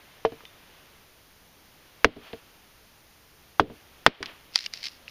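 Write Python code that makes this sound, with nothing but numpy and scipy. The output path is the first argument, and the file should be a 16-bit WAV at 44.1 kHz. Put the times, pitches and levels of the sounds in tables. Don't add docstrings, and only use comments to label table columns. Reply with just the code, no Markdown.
import sys
import numpy as np
from scipy import signal
from scipy.fft import rfft, irfft, next_fast_len
from scipy.io import wavfile

SR = 44100
rng = np.random.default_rng(int(sys.argv[2]) if len(sys.argv) > 2 else 0)


def int16_out(signal):
    q = np.round(np.clip(np.atleast_2d(signal).T, -1, 1) * 32767)
    wavfile.write(sys.argv[1], SR, q.astype(np.int16))


N = 224950
T = np.arange(N) / SR
AGE = np.arange(int(0.4 * SR)) / SR


def amp(db):
    return 10 ** (np.asarray(db) / 20)


def unit(x):
    return x / np.sqrt(np.mean(x ** 2) + 1e-20)


def level(rows):
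    return amp(np.interp(T, *np.transpose(rows), left=-120))


def add(track, s, sound):
    part = track[round(s * SR):][:len(sound)]
    part += sound[:len(part)]


def colour(x, points):
    m = next_fast_len(2 * len(x), True)
    hz, db = np.transpose(points)
    log_hz = np.log(np.fft.rfftfreq(m, 1 / SR) + 1)
    gain = unit(amp(np.interp(log_hz, np.log(hz), db)))
    cepstrum = irfft(np.log(gain), m)
    cepstrum[1:m // 2] *= 2
    cepstrum[m // 2 + 1:] = 0
    response = np.exp(rfft(cepstrum))
    return irfft(rfft(x, m) * response, m)[:len(x)]


def noise(points):
    return unit(colour(rng.standard_normal(N), points))


def fade(t60):
    return 1000 ** (-AGE / t60)


def swell(rise):
    return 1 - np.exp(-AGE / rise)


def stroke(s, hold, rise, fall):
    growth = np.minimum(T - s, 0) / rise
    decay = np.maximum(T - s - hold, 0) / fall
    return np.exp(growth - decay)


def ring(modes, length, rise):
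    sizes = amp(rng.standard_normal(len(modes))) * (-1) ** np.arange(len(modes))
    tones = 0
    for (hz, db, t60), size in zip(modes, sizes):
        tones = tones + size * amp(db) * fade(t60 * length) * np.sin(2 * np.pi * hz * AGE)
    return tones * swell(rise)


def burst(t60, tail_db, tail_t60):
    return rng.standard_normal(len(AGE)) * (fade(t60) + amp(tail_db) * fade(tail_t60))


# start in seconds, force in dB (also the
# crack level), crack pitch in Hz, stick level in dB, log level in dB, share of the stick's and log's full
# ring time, delay of the log in seconds.
BLOWS = [(0.2499, -2.5, 776, -5, -25, 0.79, 0.0027), (2.0451, 10, 1555, 1, 1, 0.7, 0.0037),
         (3.5965, 6.5, 1001, -5, -5.5, 0.97, .006), (4.0636, 14, 1300, -0.5, 3, 0.46, .008)]
SPLINTER_DB, SPLINTER_GROWS = -23, 1.386
HOP_S, HOP_GROWS = 0.0775, 0.372
LAND_CRACK_DB, LAND_HZ, LAND_STICK_DB, LAND_SPLINTER_DB = -37, 740, -33, -48
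LAND_LOG_DB, LAND_LOG_GROWS = -35, 0.6


def chops():
    track = np.zeros(N)
    for s, force_db, hz, stick_db, log_db, length, log_delay in BLOWS:
        splinter_db = SPLINTER_DB + SPLINTER_GROWS * force_db
        blow = contact(force_db, hz, stick_db, log_db, splinter_db, length, log_delay)
        add(track, s, blow)
        weight_db = LAND_LOG_DB + LAND_LOG_GROWS * force_db
        landing = contact(LAND_CRACK_DB, LAND_HZ, LAND_STICK_DB, weight_db, LAND_SPLINTER_DB, length=1)
        flight = HOP_S * amp(HOP_GROWS * force_db)
        add(track, s + flight, landing)
    return track


# multiple of the crack pitch, level in dB.
CRACK = [(1.45, -9), (1, -3), (.7, -3.5), (.46, -10)]
# frequency in Hz, relative density in dB per Hz.
SPLINTER = [(100, -14), (600, 8.5), (1500, 16), (3300, 11.5), (5000, 4), (6500, -11.5), (8000, -37.5),
            (15000, -23.5)]
# frequency in Hz, level in dB, t60 in seconds at full ring.
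STICK = [(453.4, -1.5, 0.11), (650.6, -11, 0.1), (705.6, -7, 0.052), (928, -20.5, 0.075),
         (1000, -16.5, 0.027), (1665, -20.5, 0.054), (2115, -18, 0.028), (3052, -22, 0.063),
         (4350, -29.5, .035), (4790, -33.5, 0.027)]
# frequency in Hz, level in dB, t60 in seconds at full ring.
LOG = [(67, -12.5, 0.1), (103, -10.5, .13), (237, -8, 0.13), (297, -5.5, 0.13), (401.7, 0.5, 0.083)]
# frequency in Hz, relative density in dB per Hz.
SOIL = [(25, -1), (70, -7), (160, 1.5), (300, 0.5), (600, -5), (1000, -16.5), (2500, -49)]


def contact(crack_db, hz, stick_db, log_db, splinter_db, length, log_delay=0):
    bite = [(hz * ratio, db, 8.52 / hz) for ratio, db in CRACK]
    crack = amp(crack_db) * ring(bite, 1, rise=0.00015)
    shower = swell(0.0014) * burst(t60=0.024, tail_db=-4.0, tail_t60=0.072)
    splinters = amp(splinter_db) * colour(shower, SPLINTER)
    stick = amp(stick_db) * ring(STICK, length, rise=0.0039)
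    sound = crack + splinters + stick
    thud = swell(0.00031) * burst(t60=0.045 * length, tail_db=-13.0, tail_t60=0.24 * length)
    soil = amp(-5.5) * colour(thud, SOIL)
    log = ring(LOG, length, rise=0.0051)
    add(sound, log_delay, amp(log_db) * (log + soil))
    return sound


# start in seconds, crack level in dB, crack pitch
# in Hz, stick level in dB, share of the full ring time.
TAPS = [(0.4060, -31.5, 1560, -50, 0.28), (0.435, -59, 880, -34, 0.21), (2.331, -23, 2830, -25.5, 0.71),
        (4.2282, -7, 2300, -22, 0.18), (4.5597, -17.5, 1110, -32, 0.14)]
TAP_LOG_DB, TAP_SPLINTER_DB = -6, -19


def taps():
    track = np.zeros(N)
    for s, crack_db, hz, stick_db, length in TAPS:
        log_db = stick_db + TAP_LOG_DB
        splinter_db = crack_db + TAP_SPLINTER_DB
        add(track, s, contact(crack_db, hz, stick_db, log_db, splinter_db, length))
    return track


# start in seconds, level in dB before a common 3 dB cut,
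# centre in Hz.
SNAPS = [(0.4532, -28, 3130), (4.2280, -8.5, 4750), (4.2589, -17, 3870), (4.263, -20, 3360),
         (4.5583, 3, 4480), (4.578, -12.5, 4400), (4.5895, -7.5, 4300), (4.6073, -16.5, 4800),
         (4.6419, -23, 4050), (4.662, -12.5, 4750), (4.6634, -15, 2800), (4.7374, -10.5, 4650),
         (4.7735, -25.5, 4420), (4.8303, -21, 4330), (4.8558, -15, 4500), (4.8686, -16, 4430),
         (4.885, -22.5, 4700), (5.08, -25, 2540)]
# frequency in Hz, relative density in dB per Hz.
FIBRE = [(100, -7), (800, -8), (1500, -1), (2100, 6), (2900, 1.5), (3600, -3.5), (4300, -2.5), (5300, 0),
         (6500, -10), (8000, -19.5), (10000, -13.5), (16000, -22.5)]


def snaps(sharpness=5.05, click=6.0, broad_db=-21):
    track = np.zeros(N)
    for s, db, hz in SNAPS:
        fracture = burst(t60=0.009, tail_db=-24, tail_t60=0.035)
        fracture[0] = click
        pitched = signal.lfilter(*signal.iirpeak(hz, sharpness, SR), fracture)
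        bundle = pitched + amp(broad_db) * fracture
        add(track, s, amp(db - 3) * colour(bundle, FIBRE))
    return track


def blade():
    track = np.zeros(N)
    add(track, 0.452, ring([(3570, -51, 0.2)], 1, rise=0.001))
    return track


# time of full strain in seconds,
# length in seconds, level in dB at that time.
TEARS = [(4.552, 0.1, -35), (4.739, 0.15, -45), (4.84, 0.028, -36.5), (4.919, .055, -55.5),
         (5.086, .02, -52)]
TEAR_ATTACK_S, TEAR_SAG_DB_PER_S, TEAR_RELEASE_S = 0.0091, 78, 0.013


def tearing(per_second=900, spread_db=2.5):
    excess_db = spread_db * np.minimum(rng.exponential(size=N), 3)
    sizes = amp(excess_db) * rng.choice([-1, 1], N)
    ticks = sizes * (rng.random(N) < per_second / SR)
    fine = signal.lfilter(*signal.iirpeak(4550, 2.2, SR), colour(ticks, FIBRE))
    strain = np.zeros(N)
    for s, length, db in TEARS:
        sag_db = TEAR_SAG_DB_PER_S * np.clip(T - s, 0, length)
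        strain += amp(db - sag_db) * stroke(s, length, TEAR_ATTACK_S, TEAR_RELEASE_S)
    return strain * unit(fine)


# loudest time in seconds, level in dB.
RUBS = [(2.278, -48.5), (4.285, -44)]
RUB_RISE_S, RUB_FALL_S = 0.052, 0.042
# frequency in Hz, relative density in dB per Hz.
LEAVES = [(100, -8.5), (400, 0.5), (1400, 0), (3200, 1), (5000, -12), (7000, -31), (12000, -40.5)]


def rubbing():
    pressure = sum(amp(db) * stroke(s, 0, RUB_RISE_S, RUB_FALL_S) for s, db in RUBS)
    return pressure * noise(LEAVES)


# time in seconds, level in dB before a common 3.5 dB cut.
RUSTLE = [(0.0, -53), (0.34, -54.5), (0.83, -54), (1.12, -60), (1.56, -61), (2.16, -53), (3.07, -62.5),
          (3.63, -59.5), (4.0, -55.5)]
SHAKE_DB, SHAKE_GROWS, SHAKE_T60_S = -54.5, 2, 0.36
# frequency in Hz, relative density in dB per Hz.
FOREST = [(20, 6), (70, 8), (200, 3.5), (600, -1), (1500, -3.5), (3200, -7), (4500, -5.5), (6400, -7),
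          (7500, -16), (8200, -38)]


def forest():
    stir = amp(-3.5) * level(RUSTLE)
    for s, force_db, *_ in BLOWS:
        add(stir, s, amp(SHAKE_DB + SHAKE_GROWS * force_db) * fade(SHAKE_T60_S))
    return amp(-58.5) * noise(FOREST) + stir * noise(LEAVES)


def scene():
    wood = chops() + taps() + snaps() + blade() + tearing() + rubbing()
    return (wood + forest())[None]


def smooth(v, tau):
    keep = np.exp(-1 / (tau * SR))
    return signal.lfilter([1 - keep], [1, -keep], v)


def gain_control(x, threshold_db=-14.5, overshoot=1.338, window=0.00081, attack=0.0078, recovery_db=100):
    power_db = 10 * np.log10(smooth(x ** 2, window) + 1e-12)
    cut_db = overshoot * np.maximum(power_db - threshold_db, 0)
    climb_db = recovery_db * T
    held = np.maximum.accumulate(cut_db + climb_db, axis=-1) - climb_db
    return x * amp(-smooth(held, attack))


# frequency in Hz, relative density in dB per Hz.
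HISS = [(20, -28), (7000, -15.5), (8050, -15.5), (8400, -3), (9000, 4), (11000, 4.5), (15200, 5.5),
        (15500, -24)]
TOP_HZ, FULL_SCALE = 16400, 0.93


def record(dry):
    ridden = gain_control(dry + amp(-65.0) * noise(HISS))
    x = np.clip(ridden, -FULL_SCALE, FULL_SCALE)
    m = next_fast_len(N + SR // 2)
    passed = np.fft.rfftfreq(m, 1 / SR) < TOP_HZ
    return irfft(rfft(x, m) * passed, m)[..., :N]


dry = scene()
out = record(dry)
int16_out(out)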